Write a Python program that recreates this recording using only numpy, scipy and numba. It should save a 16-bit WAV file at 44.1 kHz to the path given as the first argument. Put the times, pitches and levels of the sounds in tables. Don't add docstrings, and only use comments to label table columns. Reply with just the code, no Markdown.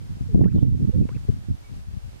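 import sys
import numpy as np
from scipy import signal
from scipy.fft import rfft, irfft
from scipy.io import wavfile
from scipy.ndimage import uniform_filter1d
from numba import njit

SR = 44100
rng = np.random.default_rng(int(sys.argv[2]) if len(sys.argv) > 2 else 0)


def pcm_store(signal):
    levels = np.round(np.clip(np.atleast_2d(signal), -1, 1) * 32767)
    wavfile.write(sys.argv[1], SR, levels.astype(np.int16).T)


def level_to_linear(level):
    exponent = np.asarray(level, float) / 20
    return 10 ** exponent


N = 97020
T = np.arange(N) / SR

# start_s, length_s, level_db
LEFT_GUSTS = [(.01, .06, -34), (.09, 0.084, -27), (.195, 0.064, -43), (.29, 0.16, -20.5), (.348, 0.1, -7),
              (.415, 0.09, -18.5), (.54, 0.045, -6.5), (.6, 0.13, -18), (.72, 0.07, -26), (.8, 0.058, -15),
              (.96, 0.073, -13), (1.05, 0.081, -26.5), (1.14, 0.015, -15), (1.19, 0.057, -24.5),
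              (1.286, 0.037, -19), (1.32, 0.053, -24), (1.37, 0.051, -32.5), (1.49, 0.026, -20.5),
              (1.69, 0.047, -27.5), (1.76, 0.029, -25.5), (1.87, 0.06, -33.5), (1.93, 0.054, -29),
              (2.04, 0.023, -26.5)]
RIGHT_GUSTS = [(0, 0.069, -28), (.09, 0.085, -25), (.2, 0.33, -23), (.335, 0.11, -10.5), (.41, 0.078, -4),
               (.5, 0.03, -15.5), (.54, 0.042, -11.5), (.61, 0.077, -8), (.7, 0.075, -14.5),
               (.79, 0.061, -11), (.875, 0.03, -11), (.94, 0.11, -8), (1.08, 0.025, -26.5),
               (1.145, 0.033, -23), (1.2, 0.046, -28.5), (1.27, 0.13, -31), (1.38, 0.12, -33),
               (1.48, 0.069, -21), (1.58, 0.044, -37), (1.7, 0.14, -39), (1.9, 0.027, -56),
               (2.08, 0.14, -37)]
GUST_ATTACK_S, GUST_RELEASE_S, LULL_DB = 0.0093, 0.023, -43

EDDIES_PER_S, EDDY_MS, EDDY_SPREAD = 91, 3.62, 0.38
EDDY_DB, EDDY_SCATTER_DB = -4.5, 4.5
EDDY_WIDEN_PER_DB = 0.086
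SUCTION_SHARE, EDDY_RIM, EDDY_RIM_WIDTHS = 0.63, 0.51, 5.8

# time_s, depth_db, width_ms
LEFT_BUFFETS = [(0.2103, -7.5, 2.9), (0.2256, -12.5, 3.5), (0.3474, 4, 1.85), (0.3583, 1.5, 1.27),
                (0.3798, 0, 1.8), (0.3935, 1.5, 1.27), (0.4087, 1.5, 1.03), (0.4295, -15, 3.4),
                (0.5487, 0.5, 2.31), (0.5789, -4.5, 1.66), (0.7244, -15, 2.3), (0.7501, -11.5, 1.58),
                (0.8094, -12.5, 1.97), (0.8282, -8.5, 2.7), (0.8444, -16, 2.5), (0.9861, -9.5, 1.37),
                (1.004, -12, 1.43), (1.0166, -10, 1.46), (1.0261, -4.5, 1.7), (1.117, -16, 2.15),
                (1.1478, -13, 2.18), (1.291, .5, 3.5), (1.3005, -6, 3.03), (1.338, -15.5, 2.87),
                (1.5216, -16, 4.4), (1.7166, -19, 2.34), (1.7933, -21.5, 4.5), (1.885, -15, 4.8),
                (1.9391, -16.5, 3.56), (1.9703, -13, 3.5), (2.0807, -22.5, 3.7)]
RIGHT_BUFFETS = [(0.106, -15.5, 3), (0.2475, -21.5, 5.5), (0.3374, -9, 6), (0.4082, -2, 4.2),
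                 (0.4174, 9, 3), (0.4377, 1, 1), (0.4577, 7, 1.85), (0.479, -3.5, 2.03),
                 (0.5478, -2.5, 3.1), (0.5623, 0.5, 1.32), (0.5673, -2, 3.7), (0.5881, -1.5, 2.5),
                 (0.6307, 5.5, 2.46), (0.6492, -6.5, 1.58), (0.675, -9, 3.4), (.705, -10.5, 2.8),
                 (.7241, -4.5, 3), (0.7452, -8.5, 2.2), (0.8005, -15.5, 1.76), (0.8216, -8.5, 1.7),
                 (0.8483, -5.5, 2.2), (0.8945, -2, 1.9), (0.9413, -7, 4.5), (0.9614, -1.5, 2.83),
                 (0.9853, -.5, 3.04), (1.0132, 0, 1.81), (1.0534, -8, 1.57), (1.1648, -8.5, 2.83),
                 (1.3414, -15, 3.7), (1.4869, -11.5, 2.23), (1.5032, -8.5, 3.1), (1.512, -12.5, 3)]
BUFFET_SHAPE, BUFFET_TOP_HZ, BUFFET_RIM, BUFFET_RIM_WIDTHS = 0.74, 513, 0.27, 3.5
REBOUND_WIDTHS, REBOUND_DB = 3.584, -8
SWEPT_MS, SWEPT_DB = 3.5, -4.5

ROLL_DB, ROLL_HZ, ROLL_WIDTH, ROLL_TOP_HZ = -7.5, 90.8, 1.11, 309
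ROLL_RISE_PER_DB, ROLL_WANDER = 0.0258, 0.13
SWAY_DB, SWAY_HZ, SWAY_FLICKER_DB = -35.5, 63, 2.5
WIND_LOW_CUT_HZ = 52

# frequency_hz, density_db per Hz
HISS_SPECTRUM = [(150, -9.5), (400, -1), (800, -1.5), (1100, -5), (2500, -9), (5000, -12), (9000, -17.5),
                 (15300, -25)]
HISS_DB, HISS_FLICKER_DB, HISS_PAN_DB = -56, 1.1, -1.1

# start_s, length_s, from_hz, to_hz, level_db, pan_db
COOS = [
    (.284, 0.069, 488, 364, -49, -2.0),
    (.924, 0.049, 499, 532, -46, -6),
]

# time_s, depth_db, width_ms
PORT_FLICKS = [
    [(.3465, -15.5, 1), (.377, -18, 0.87), (.551, -22.5, 0.67)],
    [(.4145, -5.5, 0.62), (.435, -12, 0.75), (.46, -6, 0.67), (.584, -17, 0.33), (.627, -10, 0.96)],
]
FLICK_TOP_HZ = 1160

# time_s, level_db, ring_hz, t60_s
POPS = [(.4418, -37, 1830, 0.014), (.445, -45, 2700, 0.0077), (.4468, -41, 2010, 0.0058),
        (.443, -52, 3030, .006), (.4485, -58, 2940, .005), (1.0893, -40.5, 493, 0.013),
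        (1.0915, -32.5, 500, 0.013), (1.0915, -41.5, 1000, 0.026), (1.0893, -43.5, 2230, 0.0093),
        (1.0915, -41.5, 1360, 0.0096), (1.0915, -49, 2000, 0.0068), (1.0917, -47, 3100, 0.0063),
        (1.3, -53, 3950, .004), (1.0905, -55, 2300, 0.0039)]
POP_PAN_DB = -2.5

# time_s, pitch_hz, level_db
WHISTLES = [
    [(.444, 1018, -51.5), (.474, 1388, -56), (.482, 1550, -53), (.495, 2070, -64), (.502, 2535, -67),
     (.51, 2710, -65), (.514, 2490, -62), (.523, 1620, -61.5), (.533, 1050, -65.5)],
    [(1.092, 956, -59), (1.118, 1202, -62), (1.13, 1482, -58), (1.14, 1942, -73), (1.148, 2380, -60),
     (1.158, 2750, -61), (1.163, 2570, -54.5), (1.17, 1770, -62), (1.183, 1030, -66)],
]
WHISTLE_PAN_DB = -2

# time_s, pitch_hz, level_db
RASP_CALL = [
    (.55, 4100, -70),
    (.558, 3945, -60.5),
    (.572, 3210, -76),
    (.584, 2850, -61),
    (.598, 3110, -63.5),
    (.61, 3480, -66),
    (.622, 4100, -71),
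    (.628, 4300, -74),
]
RASP_PAN_DB = -6

# start_s, length_s, from_hz, to_hz, level_db, pan_db
RASPS = [
    (.562, .03, 3516, 3420, -61, -1),
    (.612, 0.0195, 3520, 3330, -67, 0),
]
RASP_HZ, RASP_DEPTH = 330, 0.75

# start_s, length_s, from_hz, to_hz, level_db, pan_db
CHIRPS = [
    (.91, .02, 2890, 2810, -69, -4),
    (1.03, 0.02, 2560, 2550, -64, -6),
]

# start_s, length_s, from_hz, to_hz, level_db, pan_db
FLUTTERS = [
    (1.284, 0.018, 415, 398, -37, 13.5),
    (1.158, 0.0145, 480, 430, -49, -9),
]

# time_s, pitch_hz, level_db
HELD_NOTE = [
    (1.638, 2204, -72),
    (1.649, 2347, -61.5),
    (1.667, 2210, -63),
    (1.68, 2250, -70),
    (1.693, 2299, -71),
    (1.7, 2295, -76),
]
HELD_PAN_DB = -7.5

WAVER, WAVER_DB = 0.007, 1.2
ECHO_S, ECHO_DB = 0.008, -14
WIDEN, WIDEN_HZ, WIDEN_SLOPE = 0.44, 2600, 1.3
DUCK_ATTACK_S, DUCK_RELEASE_S, DUCK_ABOVE_DB, DUCK_RATIO = 0.03, 0.05, -16.5, 3.0
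TOP_HZ, CEILING = 15400, 0.96


def walk(rate):
    hold = int(SR / rate)
    steps = np.repeat(rng.standard_normal(N // hold + 1), hold)
    return 1.33 * uniform_filter1d(uniform_filter1d(steps, hold), hold)[:N]


def shaped(x, gain):
    return irfft(rfft(x) * gain(np.fft.rfftfreq(N, 1 / SR) + 1), N)


def low_passed(x, top_hz, slope):
    return shaped(x, lambda f: 1 / (1 + (f / top_hz) ** slope))


def panned(x, pan_db):
    return x * level_to_linear(np.array([[pan_db], [-pan_db]]) / 2)


@njit
def bumps(length, at, width, size, rim, wide):
    y = np.zeros(length)
    for k in range(len(at)):
        first = max(int(at[k] - 12 * width[k]), 0)
        last = min(int(at[k] + 12 * width[k]), length)
        for i in range(first, last):
            u = (i - at[k]) / width[k]
            y[i] += size[k] * (1 / (1 + u * u) ** 2 - rim * np.exp(-(u / wide) ** 2))
    return y


def gust_force(gusts, buffets):
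    force = level_to_linear(LULL_DB)
    for start, length, db in gusts:
        corners = [start - GUST_ATTACK_S, start, start + length, start + length + GUST_RELEASE_S]
        force = force + level_to_linear(db) * np.interp(T, corners, [0, 1, 1, 0]) ** 2
    swept = np.max([np.exp(-((T - row[0]) * 1000 / SWEPT_MS) ** 2) for row in buffets], axis=0)
    return force * level_to_linear(SWEPT_DB * swept)


def eddies(force):
    gap, spread, scatter, sign = np.clip(rng.standard_normal((900, 4)).T, -1.5, 1.7)
    at = np.minimum(np.cumsum(np.exp(0.4 * gap)) * SR / EDDIES_PER_S, N + 9999)
    here = force[np.minimum(at.astype(int), N - 1)]
    force_db = 20 * np.log10(here) + 20
    ms = EDDY_MS * np.exp(EDDY_SPREAD * spread + EDDY_WIDEN_PER_DB * force_db)
    push_or_suck = np.tanh(4 * (sign - SUCTION_SHARE + 0.5))
    size = here * level_to_linear(EDDY_DB + EDDY_SCATTER_DB * scatter) * push_or_suck
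    return bumps(N, at, ms * SR / 1000, size, EDDY_RIM, EDDY_RIM_WIDTHS)


def hard_buffets(buffets):
    s, db, ms = np.array(buffets).T
    width = BUFFET_SHAPE * ms * SR / 1000
    at = np.r_[s * SR, s * SR + REBOUND_WIDTHS * width]
    depth = level_to_linear(np.r_[db, db + REBOUND_DB])
    hits = bumps(N, at, np.r_[width, width], -depth, BUFFET_RIM, BUFFET_RIM_WIDTHS)
    return low_passed(hits, BUFFET_TOP_HZ, 3)


@njit
def svf(x, hz, k):
    y, b, l = np.empty(len(x)), 0., 0.
    for i in range(len(x)):
        g = np.tan(np.pi * hz[i] / SR)
        v = (b + g * (x[i] - l)) / (1 + g * (g + k))
        b, l, y[i] = 2 * v - b, l + 2 * g * v, k * v
    return y


def roll(force):
    force_db = 20 * np.log10(force) + 20
    hz = ROLL_HZ * np.exp(ROLL_RISE_PER_DB * force_db + ROLL_WANDER * walk(24.95))
    x = rng.standard_normal(N) / np.sqrt(hz)
    for _ in range(2):
        x = svf(x, hz, ROLL_WIDTH)
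    x = low_passed(x, ROLL_TOP_HZ, 4)
    return level_to_linear(ROLL_DB) * uniform_filter1d(force, size=300) * x / x.std()


def sway():
    x = low_passed(rng.standard_normal(N), SWAY_HZ, 3)
    return level_to_linear(SWAY_DB + SWAY_FLICKER_DB * walk(15)) * x / x.std()


def wind(gusts, buffets):
    force = gust_force(gusts, buffets)
    pressure = eddies(force) + hard_buffets(buffets) + roll(force) + sway()
    return signal.sosfilt(signal.butter(2, WIND_LOW_CUT_HZ, "high", fs=SR, output="sos"), pressure)


def hiss():
    hz, db = np.array(HISS_SPECTRUM).T
    x = shaped(rng.standard_normal(N), lambda f: level_to_linear(np.interp(np.log(f), np.log(hz), db)))
    return x / x.std() * level_to_linear(HISS_DB + HISS_FLICKER_DB * walk(12.64))


def tone(hz, gain):
    phase = 2 * np.pi * np.cumsum(hz * (1 + WAVER * walk(90))) / SR
    return np.sqrt(2) * gain * level_to_linear(WAVER_DB * walk(150)) * np.sin(phase)


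def notes(rows):
    out = 0
    for start, length, from_hz, to_hz, db, pan_db in rows:
        u = np.clip((T - start) / length, 0, 1)
        swell = np.sin(np.pi * u ** 0.89) ** 0.62
        out = out + panned(tone(from_hz + (to_hz - from_hz) * u, level_to_linear(db) * swell), pan_db)
    return out


def flicks(rows):
    s, db, ms = np.array(rows).T
    ticks = bumps(N, s * SR, ms * SR / 1000, -level_to_linear(db), BUFFET_RIM, BUFFET_RIM_WIDTHS)
    return low_passed(ticks, FLICK_TOP_HZ, 4)


def pops():
    out = 0
    for start, db, ring_hz, t60 in POPS:
        u = np.maximum(T - start, 0)
        out = out + panned(level_to_linear(db - 60 * u / t60) * np.sin(2 * np.pi * ring_hz * u), POP_PAN_DB)
    return out


def glide(curve, pan_db):
    s, hz, db = np.array(curve).T
    gain = uniform_filter1d(level_to_linear(np.interp(T, s, db, left=-140, right=-140)), size=100)
    pitch = uniform_filter1d(np.interp(T, s, hz), size=200)
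    return panned(tone(pitch, gain), pan_db)


def grouse():
    return notes(COOS) + pops() + sum(glide(curve, WHISTLE_PAN_DB) for curve in WHISTLES)


def far_birds():
    throb = (1 + RASP_DEPTH * walk(2 * RASP_HZ)) / 1.48
    raspy = (glide(RASP_CALL, RASP_PAN_DB) + notes(RASPS)) * throb
    return raspy + notes(CHIRPS) + glide(HELD_NOTE, HELD_PAN_DB)


def scene():
    left = wind(LEFT_GUSTS, LEFT_BUFFETS) + flicks(PORT_FLICKS[0]) + hiss()
    right = wind(RIGHT_GUSTS, RIGHT_BUFFETS) + flicks(PORT_FLICKS[1]) + hiss() * level_to_linear(-HISS_PAN_DB)
    ports = np.array([left, right])
    crossed = WIDEN * low_passed(ports[::-1], WIDEN_HZ, WIDEN_SLOPE)
    birds = grouse() + far_birds()
    echo = level_to_linear(ECHO_DB) * np.roll(birds, int(ECHO_S * SR), axis=1)
    return ports - crossed + notes(FLUTTERS) + birds + echo


@njit
def follow(x, attack, release):
    y, e = np.empty(len(x)), 0.
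    for i in range(len(x)):
        e += (x[i] - e) * (attack if x[i] > e else release)
        y[i] = e
    return y


def top_cut(x):
    return signal.sosfilt(signal.butter(12, 15420, fs=SR, output="sos"), x)


def record(dry):
    loudness = follow(np.abs(dry).max(axis=0), 1 / (DUCK_ATTACK_S * SR), 1 / (DUCK_RELEASE_S * SR))
    over = np.minimum(level_to_linear(DUCK_ABOVE_DB) / (loudness + 1e-9), 1)
    ducked = dry * over ** (1 - 1 / DUCK_RATIO)
    rounded = ducked / (1 + (ducked / CEILING) ** 4) ** 0.25
    mix = shaped(rounded, lambda f: f < TOP_HZ)
    return top_cut(mix)


dry = scene()
out = record(dry)
pcm_store(out)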